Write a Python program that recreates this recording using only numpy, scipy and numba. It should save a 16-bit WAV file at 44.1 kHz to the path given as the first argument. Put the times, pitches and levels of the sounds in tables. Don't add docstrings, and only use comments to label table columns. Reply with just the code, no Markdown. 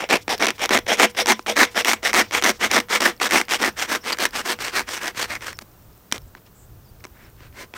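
import sys
import numpy as np
from scipy import signal
from scipy.fft import rfft, irfft
from scipy.io import wavfile
from scipy.ndimage import uniform_filter1d
from numba import njit

SR = 44100
rng = np.random.default_rng(int(sys.argv[2]) if len(sys.argv) > 2 else 0)


def gain_from_decibels(decibels):
    exponent = np.asarray(decibels, float) / 20
    return 10 ** exponent


def persist_wave(psi):
    counts = np.round(np.clip(psi, -1, 1) * 32767).astype(np.int16)
    wavfile.write(sys.argv[1], SR, np.atleast_2d(counts).T)


N = 342657
FFT_SIZE = 16384

# hz, level_db_per_hz
HISS_COLOUR = [(100, -16), (170, -1), (244, -9), (296, -7), (815, -14), (1370, -16), (2040, -24),
               (4920, -26.5), (5730, -25.5), (7210, -27), (11200, -28.5), (15200, -16.5), (16400, -32)]
# time_s, level_db
WIND_LEVEL = [(0.0, -54), (0.48, -50), (3.16, -51), (3.27, -53), (3.33, -43), (3.44, -52), (5.17, -53.5),
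              (5.78, -47.5), (6.1, -53.5), (6.28, -42), (6.34, -55.5), (6.75, -40.5), (6.9, -47),
              (7.38, -49.5), (7.68, -50), (7.77, -48)]
# hz, level_db_per_hz
WIND_COLOUR = [(8.8, -35.5), (15, -3), (64, 3.5), (116, 3.5), (193, -18), (237, -15), (349, -25.5),
               (400, -21), (520, -70.5), (880, -120)]
# start_s, length_s, first_hz, last_hz, level_db
BIRD_CALLS = [
    (6.805, .018, 6200, 6000, -67),
    (6.835, .05, 5750, 4200, -61),
    (6.875, .035, 4800, 4550, -59),
    (6.885, .022, 11000, 8550, -61),
    (6.2, 0.034, 5400, 5350, -63),
]
# start_s, length_s, centre_hz, width_hz, level_db
RUSTLES = [(6.455, .03, 2240, 4400, -54), (6.27, 0.0235, 7500, 2300, -60.5),
           (0.207, 0.032, 4800, 4500, -46), (1.8, 0.061, 5000, 5000, -52), (0.542, 0.036, 3600, 6400, -47),
           (1.09, .03, 6000, 7000, -44), (1.35, .09, 5000, 7000, -52), (2.53, .06, 5000, 4000, -48),
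           (4.0, .04, 5500, 500, -50), (5.53, .05, 5400, 200, -52), (7.245, .02, 5350, 300, -58),
           (1.7, 0.049, 4000, 7300, -46), (2.27, 0.04, 4800, 2640, -51), (6.36, 0.028, 1300, 2400, -50.5),
           (6.53, 0.15, 7600, 1400, -58), (7.4, 0.106, 4000, 900, -64), (4.12, .02, 4570, 460, -22)]
# time_s, peak_db, pitch_hz
GRIT_TICKS = [(.3797, -26, 5430), (.385, -28, 4500), (1.4264, -39, 5520), (3.165, -39, 5504),
              (3.177, -40, 4500), (3.4525, -34, 4993), (3.728, -41, 6005), (4.29, -35, 5987),
              (4.3083, -31, 4990), (4.565, -42, 5515), (5.5706, -40, 6000), (5.716, -51.5, 5800),
              (5.8227, -48, 5570), (5.9297, -49, 5193), (5.9504, -50.5, 5290), (5.9778, -45, 8120),
              (6.0297, -55.5, 5364), (6.2188, -44, 5360), (6.2396, -53, 4990), (6.2581, -51, 7960),
              (6.2766, -54, 6000), (6.3703, -48.5, 5400), (6.4647, -46, 5220), (7.003, -45, 5400),
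              (7.0794, -53, 5270), (7.3005, -44, 8900), (7.3658, -49, 4380), (7.6291, -41.5, 5606)]

# pitch_hz, level_db, t60_s
DROP_MODES = [(240, -12, .04), (1000, -10, .015), (2070, 0, .014), (2374, -5, .02), (3112, -3, .012),
              (4750, -9, .012), (5300, -16, .04), (5895, -10, .02)]
# time_s, level_db
DROP_HITS = [
    (6.1236, -12),
    (6.1431, -27),
    (6.16, -32),
]

# hz, level_db_per_hz
PULL_COLOUR = [(71, -71), (120, -17), (262, -2), (429, -2.5), (674, -7.5), (1200, -2.5), (1630, -3.5),
               (2460, -6), (4030, -11), (5720, -13), (6740, -14), (7310, -13.5), (11500, -24), (14700, -21),
               (16300, -36)]
# hz, level_db_per_hz
PUSH_COLOUR = [(71, -69), (120, -25), (232, -1.5), (372, 3), (447, -6), (996, -1.5), (1570, -1), (2130, -2),
               (2840, -7), (5720, -10.5), (6880, -12.5), (8620, -15), (11300, -19.5), (14100, -18),
               (16300, -26)]
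# hz, level_db_per_hz
SHALLOW_COLOUR = [(71, -62), (120, -24), (257, -10.5), (429, -5), (661, -7), (1040, -11), (1200, -11),
                  (2000, -8), (2840, -10), (3420, -10.5), (4560, -18), (5490, -10.5), (6470, -20.5),
                  (15000, -28), (16300, -44)]
# pitch_hz, width_hz, over_colour_db
WALL_RINGS = [(215, 30, 4), (2196, 110, 2), (5570, 50, 2), (5900, 900, 2), (8450, 300, 4), (14400, 40, 4)]
# pitch_hz, width_hz, over_colour_db
STRUCK_RINGS = [(2230, 500, 4), (3230, 400, 3), (5800, 900, 4), (8500, 700, -0.5)]
# pitch_hz, width_hz, level_db
LONG_RINGS = [(216, 12, -1), (484, 10, 6), (1012, 12, -7), (5560, 22, -12)]
# time_s, level_db
AIR_SEAL = [(0, -18.5), (.5, -10.5), (.9, -0.5), (1.7, 3), (2.3, -4), (3.4, -4.5), (4.3, -4.5), (5.5, -10),
            (7, -5.5)]
# pitch_hz, wander_share, width_hz, level_db
CHATTER_BANDS = [(750, .15, 180, -6), (2120, .09, 450, 0), (3300, .1, 500, -2), (5850, .1, 800, -2)]

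# time_s, peak_db
PULL_CATCHES = [(.0052, -17.5), (0.2804, -11), (0.5817, -24), (0.595, -16), (0.8656, -20), (1.1489, -21),
                (1.177, -16), (1.3938, -18), (1.098, -33), (1.4631, -16), (1.7473, -21), (2.03, -15),
                (2.3104, -18), (2.3223, -26), (2.8859, -28), (3.2001, -13), (3.4839, -20), (3.4924, -18),
                (3.2387, -17), (4.1067, -14.5), (4.589, -23), (4.8804, -24), (4.8924, -23), (5.148, -29),
                (5.4081, -27)]
# time_s, peak_db
PUSH_CATCHES = [(0.09, -18), (4.4574, -20), (.3992, -18), (0.6924, -8), (0.708, -11), (0.972, -19),
                (0.9868, -14), (0.992, -11), (0.998, -3), (1.259, -5), (1.2699, -7), (1.5671, -8),
                (1.8477, 2), (1.856, -11), (2.1314, -3), (2.14, -2), (2.1456, -2), (2.4155, -20),
                (2.424, -6), (2.4382, -3.5), (2.443, -2), (2.7067, -31), (2.7142, -1), (3.0063, -4),
                (3.2915, -18), (3.301, -20), (3.3094, -3.5), (3.019, -5), (4.1717, -22), (4.1867, -9.5)]
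# time_s, peak_db
JAMS = [(0.1298, -4.5), (0.1558, -10), (.169, -14), (0.445, -9), (.456, -9.5), (0.4684, -6), (0.485, -12),
        (0.5049, -9.5), (0.6578, -9.5), (0.7473, -2.5), (0.7747, -7), (0.7888, -11.5), (1.3194, -2),
        (1.651, -12), (1.872, -10), (1.933, -2.5), (2.763, -6.5), (2.802, -10), (3.414, -7), (3.5361, -6),
        (4.128, -10), (4.2541, 0.5), (4.487, -16), (5.0324, -18.5), (5.0794, -11.5), (5.1786, -17),
        (5.353, -19.5), (5.4683, -17)]
# treble_db, bass_db
CATCH_COLOURS = [
    (-15.5, -1.5),
    (-5, -9.5),
    (-1.5, -9.5),
]
# time_s, peak_db, treble_db, bass_db
KNOCKS = [(5.5291, -35.5, 10.5, -14), (5.589, -22, 2.5, 0), (5.613, -35, -5, -9), (6.1151, -37, 14, 7),
          (6.124, -13, 9.5, -3), (6.1441, -33, 0, 4), (6.161, -28, -1, 3), (6.18, -31.5, 7, 9.5),
          (6.3509, -40, -38, 14.5), (7.006, -41, -8, 0), (7.0404, -24, -6, -5), (7.0446, -24.5, -11, -7),
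          (7.0514, -26, -5, 4), (7.068, -38, -1, -1), (7.4055, -35, -18, 1), (7.5267, -46, -15, 3),
          (7.7386, -22, -13, -2), (7.755, -32, -13, -7)]
# time_s, peak_db
TOOTH_SNAPS = [(0.0053, -14), (0.144, -5), (0.38, -22.5), (0.425, 1), (0.436, -5), (0.4883, -9),
               (0.6526, -5), (0.733, -4), (0.7381, -3), (0.7522, -4), (0.7555, -5), (1.0179, -1),
               (1.037, -2), (1.0403, -3), (1.0564, -6.5), (1.1879, -7), (1.2017, -4), (1.2901, -2),
               (1.2996, 0), (1.308, -3), (1.4683, -10), (1.5934, -1), (1.5968, -1.5), (1.6089, -3),
               (1.621, -3), (1.7858, -10), (1.8096, -10), (1.8933, -1), (2.079, -6), (2.1766, -2.5),
               (2.1873, -2.5), (2.2133, -3), (2.3103, -19), (2.3473, -10), (2.3736, -6), (2.4712, -4),
               (2.5033, -5), (2.7306, -9), (2.7582, -1), (2.785, -10), (2.9519, -8), (2.9611, -5),
               (3.0309, -7), (3.0566, -7), (3.322, 1), (3.334, -8), (3.4922, -14), (3.6307, -1),
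               (3.6466, -2), (3.8064, -11), (3.8258, -3), (3.8944, -14), (4.2374, -7), (4.5031, -5),
               (4.6822, -8), (4.755, -11), (4.7949, -5), (4.8926, -16), (4.977, -12), (5.4455, -19)]

# start_s, length_s, top_speed_place (0-1), level_db, brightness_db
PULLS = [(-0.009, 0.089, 0.28, -31, -4.5), (.274, 0.092, 0.48, -23, 0), (.568, .11, .61, -24.5, -0.5),
         (.857, .12, 0.43, -22, -0.5), (1.127, .11, 0.69, -21, 2.5), (1.461, 0.099, 0.26, -27.5, 0),
         (1.738, 0.099, 0.49, -25.5, 3), (2.02, .11, 0.47, -26.5, 1.5), (2.301, .11, 0.54, -24, 2),
         (2.583, .11, 0.57, -21.5, 0), (2.88, .12, 0.53, -21, 2.5), (3.194, .1, 0.47, -20.5, 2.5),
         (3.474, .11, 0.55, -22.5, 3), (3.756, .12, .48, -26, 3.5), (4.014, .15, 0.59, -24.5, 2.5),
         (4.309, 0.12, 0.59, -27, 4), (4.575, 0.15, 0.5, -28, 3.5), (4.856, .16, 0.5, -28.5, 6),
         (5.126, .15, 0.62, -26.5, 4.5), (5.387, 0.16, 0.52, -33.5, 4)]
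# start_s, length_s, top_speed_place (0-1), level_db, brightness_db
PUSHES = [(.085, 0.099, 0.46, -20, -4), (.393, 0.14, 0.28, -19.5, -6), (.682, .12, 0.54, -17.5, -4),
          (.95, .12, 0.67, -14, -3), (1.249, 0.093, 0.59, -15.5, -0.5), (1.546, .12, 0.53, -16, 0),
          (1.841, .12, 0.49, -18.5, 1.5), (2.116, .12, 0.6, -15.5, 0.5), (2.407, .12, 0.6, -16, -0.5),
          (2.681, .14, 0.57, -17, -2), (2.992, .14, 0.36, -18, -1.5), (3.286, .15, 0.48, -17.5, -0.5),
          (3.562, .15, .59, -20, -1.5), (3.856, 0.13, .61, -22, 0), (4.147, .13, 0.69, -19, 1),
          (4.404, .15, 0.66, -23, 0), (4.695, .14, 0.63, -23, 0.5), (4.986, 0.14, 0.52, -28, -0.5),
          (5.255, 0.13, 0.55, -31, 0.5)]
# start_s, length_s, level_db, bass_db, treble_db
LOOSE_STROKES = [
    (5.6, 0.03, -63, 9.5, 13),
    (6.1, .08, -47, 7, 6.5),
    (7.06, 0.26, -51, -4, -6),
    (7.33, 0.165, -47, -12, -6),
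    (7.5, .16, -39, -1, 3),
    (7.725, 0.062, -41, -0.5, 1),
]
# start_s, length_s, dip_db
HANGS = [(0.287, 0.0042, -14), (0.402, 0.0011, -12), (0.443, 0.0014, -16), (0.4535, 0.0021, -9),
         (0.459, 0.0083, -25.5), (0.4765, 0.0053, -16.5), (0.4995, 0.0046, -19), (0.597, 0.003, -11),
         (0.603, 0.0016, -10), (0.699, 0.0063, -19), (0.7115, 0.0016, -13), (0.7592, 0.0026, -12),
         (0.7645, 0.0044, -9), (0.7777, 0.0086, -9), (0.8693, 0.0085, -15), (0.924, 0.0028, -10),
         (0.9652, 0.0031, -14), (0.987, 0.0035, -18), (0.9932, 0.0019, -12), (1.159, 0.0052, -11),
         (1.2426, 0.0026, -21), (1.263, 0.0059, -21), (1.281, 0.0032, -10), (1.3178, 0.0021, -13),
         (1.5418, 0.0077, -21), (1.752, 0.0018, -15), (1.851, 0.0036, -16), (1.861, 0.0026, -14),
         (1.926, 0.0051, -22), (2.116, 0.0061, -24), (2.1344, 0.0041, -18), (2.1428, 0.0026, -11),
         (2.315, 0.0041, -9), (2.4193, 0.0039, -23), (2.4319, 0.0048, -21), (2.4562, 0.0028, -12),
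         (2.4975, 0.003, -10), (2.7607, 0.002, -10), (2.7925, 0.0064, -16), (2.9896, 0.0122, -22),
         (3.0098, 0.0082, -10), (3.0344, 0.0029, -14), (3.202, 0.0099, -7), (3.29, 0.0049, -18),
         (3.304, 0.0039, -15), (3.319, 0.0033, -12), (3.5766, 0.01, -18), (3.6336, 0.0026, -3),
         (3.642, 0.0024, -9), (3.839, 0.002, -11), (4.1162, 0.0041, -18), (4.1749, 0.0093, -13),
         (4.1819, 0.001, -16), (4.1886, 0.0099, -6), (4.2458, 0.006, -10), (4.6, 0.0034, -8),
         (5.347, 0.0037, -6)]

USUAL_BASS_DB, USUAL_TREBLE_DB = -9, -6
DEEPENS_S = (1.2, 2.6)


def unit(x):
    return x / np.sqrt(np.mean(x ** 2))


def response(spectrum, rings=()):
    hz = np.maximum(np.arange(FFT_SIZE // 2 + 1) * SR / FFT_SIZE, 1)
    at_hz, db = np.transpose(spectrum)
    gain = gain_from_decibels(np.interp(np.log(hz), np.log(at_hz), db))
    for centre, width, ring_db in rings:
        gain = gain * np.sqrt(1 + (gain_from_decibels(ring_db) ** 2 - 1) / (1 + (2 * (hz - centre) / width) ** 2))
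    cepstrum = irfft(np.log(gain))
    cepstrum[1:FFT_SIZE // 2] *= 2
    cepstrum[FFT_SIZE // 2 + 1:] = 0
    h = irfft(np.exp(rfft(cepstrum)))
    return h / np.sqrt(np.sum(h ** 2))


def ring(x, h):
    return signal.fftconvolve(x, h)[:N]


def first_order(x, hz, kind):
    return signal.lfilter(*signal.butter(1, hz, kind, fs=SR), x)


def tilt(x, bass_db, treble_db, wall_db=0):
    low = first_order(x * (gain_from_decibels(bass_db) - 1), 600, "low")
    high = first_order(x * (gain_from_decibels(treble_db) - 1), 4000, "high")
    wall = first_order(x * (gain_from_decibels(wall_db) - 1), [1300, 2600], "band")
    return x + low + high + wall


def walk(rate_hz):
    hold = int(SR / rate_hz)
    steps = np.repeat(rng.standard_normal(N // hold + 1), hold)
    return unit(uniform_filter1d(uniform_filter1d(steps, hold), hold)[:N])


def bursts(impulses, decay_s):
    fade = signal.lfilter([1], [1, -np.exp(-1 / (decay_s * SR))], impulses)
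    return fade * rng.standard_normal(N)


@njit
def resonance(x, tune, damp):
    out, band, low = np.empty(len(x)), 0., 0.
    for i in range(len(x)):
        g = tune[i]
        v = (band + g * (x[i] - low)) / (1 + g * (g + damp))
        band = 2 * v - band
        low = low + 2 * g * v
        out[i] = damp * v
    return out


def field():
    gust_db = np.interp(np.arange(N) / SR, *np.transpose(WIND_LEVEL)) - 1.5 + 2.5 * walk(9)
    wind = unit(ring(rng.standard_normal(N), response(WIND_COLOUR))) * gain_from_decibels(gust_db)
    hiss = unit(ring(rng.standard_normal(N), response(HISS_COLOUR)))
    return wind + hiss * gain_from_decibels(-53 + .7 * walk(2.9935))


def bird():
    out = np.zeros(N)
    for start, length, first_hz, last_hz, db in BIRD_CALLS:
        i, n = int(start * SR), int(length * SR)
        phase = 2 * np.pi * np.cumsum(np.linspace(first_hz, last_hz, n)) / SR
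        out[i:i + n] += gain_from_decibels(db) * np.sqrt(np.hanning(n)) * np.sin(phase)
    return out


def rustles():
    out = np.zeros(N)
    for start, length, hz, width_hz, db in RUSTLES:
        i, n = int(start * SR), int(length * SR)
        band = signal.butter(2, [hz - width_hz / 2, hz + width_hz / 2], "band", fs=SR)
        hiss = signal.lfilter(*band, rng.standard_normal(n))
        out[i:i + n] += gain_from_decibels(db) * np.sqrt(np.hanning(n)) * unit(hiss)
    return out


def ticks(decay_s=0.0011, rough=0.9):
    out, t = np.zeros(N), np.arange(400) / SR
    for s, db, hz in GRIT_TICKS:
        grit = np.diff(rng.standard_normal(len(t) + 1)) / 2
        grain = np.sin(2 * np.pi * hz * t) + rough * grit
        out[int(s * SR):int(s * SR) + len(t)] += gain_from_decibels(db) * np.exp(-t / decay_s) * grain
    return out


def drop(rise_s=0.00023):
    out, t = np.zeros(N), np.arange(SR // 10) / SR
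    body = np.zeros(len(t))
    for hz, db, t60 in DROP_MODES:
        body += gain_from_decibels(db - 60 * t / min(t60, .08)) * np.sin(2 * np.pi * hz * t)
    for s, db in DROP_HITS:
        out[int(s * SR):int(s * SR) + len(t)] += gain_from_decibels(db) * (1 - np.exp(-t / rise_s)) * body
    return out


def air_column(force):
    t, out = np.arange(N) / SR, np.zeros(N)
    seal_db = np.interp(t, *np.transpose(AIR_SEAL))
    for hz, width_hz, db in LONG_RINGS:
        if hz < 2000:
            db = db + seal_db
        if 800 < hz < 2000:
            db = db + 16 * (t > 7)
        out += signal.lfilter(*signal.iirpeak(hz, hz / width_hz, fs=SR), force * gain_from_decibels(db))
    return out


def snag_rows():
    rows = list(KNOCKS)
    for table, colour in zip((PULL_CATCHES, PUSH_CATCHES, JAMS), CATCH_COLOURS):
        rows += [(s, db, *colour) for s, db in table]
    return sorted(rows)


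def snags(crack_s=0.0014, trim_db=6.0, crackle=0.32, snap_db=7):
    s, db, treble_db, bass_db = np.transpose(snag_rows())
    at = (s * SR).astype(int)
    releases, snaps = np.zeros((2, N))
    releases[at] = gain_from_decibels(np.minimum(db, -2) + trim_db)
    snap_s, peak_db = np.transpose(TOOTH_SNAPS)
    snaps[(snap_s * SR).astype(int)] = gain_from_decibels(peak_db + snap_db)
    latest = np.maximum(np.searchsorted(at, np.arange(N), "right") - 1, 0)
    crack = 0.75 * releases + crackle * bursts(releases, crack_s)
    crack = tilt(crack, (bass_db - USUAL_BASS_DB)[latest], (treble_db - USUAL_TREBLE_DB)[latest])
    blow = first_order(crack + snaps, [500, 12000], "band")
    wall = ring(blow, response(PUSH_COLOUR, STRUCK_RINGS))
    return wall + air_column(wall)


def strokes():
    rows = []
    for table, bass_db, treble_db, push in [(PULLS, -10.5, -5.5, 0), (PUSHES, -9, -3.5, 1)]:
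        for s, length, top, db, bright in table:
            rows.append((s, length, top, db, bass_db - 1.25 * bright, treble_db + bright, push))
    for k, (s, length, db, bass_db, treble_db) in enumerate(LOOSE_STROKES):
        rows.append((s, length, .68, db, bass_db, treble_db, 1 - k % 2))
    return rows


def motion(teeth_per_stroke=58):
    speed, rest = np.zeros(N), np.zeros((5, N))
    t = np.arange(N) / SR
    for start, length, top, db, bass_db, treble_db, push in strokes():
        inside = (t > start) & (t < start + length)
        bend = np.log(.5) / np.log(np.clip(top, .1, .9))
        now = np.sin(np.pi * ((t[inside] - start) / length) ** bend)
        where = np.flatnonzero(inside)[now > speed[inside]]
        speed[inside] = np.maximum(now, speed[inside])
        top_rate = teeth_per_stroke / length * np.pi / 2
        settings = [top_rate, db, bass_db - USUAL_BASS_DB, treble_db - USUAL_TREBLE_DB, push]
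        rest[:, where] = np.array(settings)[:, None]
    return speed, *rest


def stall(extra_db=0.5, slew_s=.0007):
    db = np.zeros(N)
    for s, length, dip_db in HANGS:
        db[int(s * SR):int((s + length) * SR)] = min(dip_db + extra_db, 0)
    return gain_from_decibels(uniform_filter1d(db, int(slew_s * SR)))


def chatter(force):
    out, since = force, np.arange(N) / SR - 1.6
    sag = np.exp(-np.minimum(.055 * since, .2))
    damping_db = -1.2 * np.maximum(since, 0)
    for hz, wander, width_hz, db in CHATTER_BANDS:
        flare_db = db + damping_db + 3.5 * walk(60)
        tune = np.tan(np.pi * hz * sag * np.exp(wander * walk(16)) / SR)
        out = out + resonance(force * gain_from_decibels(flare_db), tune, width_hz / hz)
    return out


def tooth_force(speed, top_rate, skim, thud=0.29, bite_s=0.00077):
    travel = np.cumsum(speed * top_rate) / SR
    uneven, strength = rng.standard_normal((2, N // 20))
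    place = np.cumsum(1 + .2 * np.clip(uneven, -3, 3))
    bites = np.zeros(N + 1)
    np.add.at(bites, np.searchsorted(travel, place), gain_from_decibels(3.2 * strength))
    fast = speed > .7
    tearing = bursts(bites[:N], bite_s)
    shove = first_order(bites[:N], [300, 1500], "band")
    force = tearing / tearing[fast].std() + thud * shove / shove[fast].std()
    return force + (1.0 - .65 * speed + 1.2 * skim) * rng.standard_normal(N)


def pipe_wall(force, push):
    t = np.arange(N) / SR
    deep = np.interp(t, DEEPENS_S, (0, np.pi / 2))
    hollow = np.interp(t, (0, DEEPENS_S[0]), (.8, 0))
    pulled, pushed = force * (1 - push), force * push
    shallow = ring(pulled * np.cos(deep) + pushed * hollow, response(SHALLOW_COLOUR, WALL_RINGS))
    full_pull = ring(pulled * np.sin(deep), response(PULL_COLOUR, WALL_RINGS))
    full_push = ring(pushed * (1 - hollow), response(PUSH_COLOUR, WALL_RINGS))
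    return shallow + full_pull + full_push


def saw(skim_db=6.0, dull_db=-7, trim_db=-3.0, tail_db=-40, tail_s=0.022, judder_db=1.6, patchy_db=1.5):
    speed, top_rate, db, bass_db, treble_db, push = motion()
    t = np.arange(N) / SR
    skim = t >= 7
    skim[7 * SR] = False
    force = tooth_force(speed, top_rate, skim)
    depth = np.where(skim, speed ** 1.4, np.tanh(2.3 * speed ** 2.0) / np.tanh(2.3))
    level_db = db + trim_db - 8.5 * skim + judder_db * (1 - 0.5 * skim) * walk(140)
    force = force * depth * stall() * gain_from_decibels(level_db)
    force = force + gain_from_decibels(tail_db) * bursts(np.abs(force), tail_s) / np.sqrt(tail_s * SR)
    bass_db = bass_db + patchy_db * walk(60)
    treble_db = treble_db + dull_db * (1 - speed) + patchy_db * walk(90)
    force = tilt(force, bass_db, treble_db, patchy_db * walk(45) + skim_db * skim)
    force = chatter(force)
    tooth_hz = np.maximum(.95 * speed * top_rate, 200)
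    sing = gain_from_decibels(1) * (np.interp(t, DEEPENS_S, (1, 0)) * (1 - push) + skim)
    force = force + resonance(force * sing, np.tan(np.pi * tooth_hz / SR), .22)
    wall = pipe_wall(force, push)
    return wall + air_column(wall)


def scene():
    background = field() + bird() + rustles() + ticks()
    return (background + drop() + snags() + saw())[None]


def band_limit(x):
    return signal.sosfilt(signal.butter(12, 16680, fs=SR, output="sos"), x)


def record(dry):
    top_cut = signal.ellip(8, .2, 60, 15900, fs=SR, output="sos")
    rounded = np.tanh(1.05 * dry) / 1.05
    return band_limit(signal.sosfilt(top_cut, rounded))


dry = scene()
out = record(dry)
persist_wave(out)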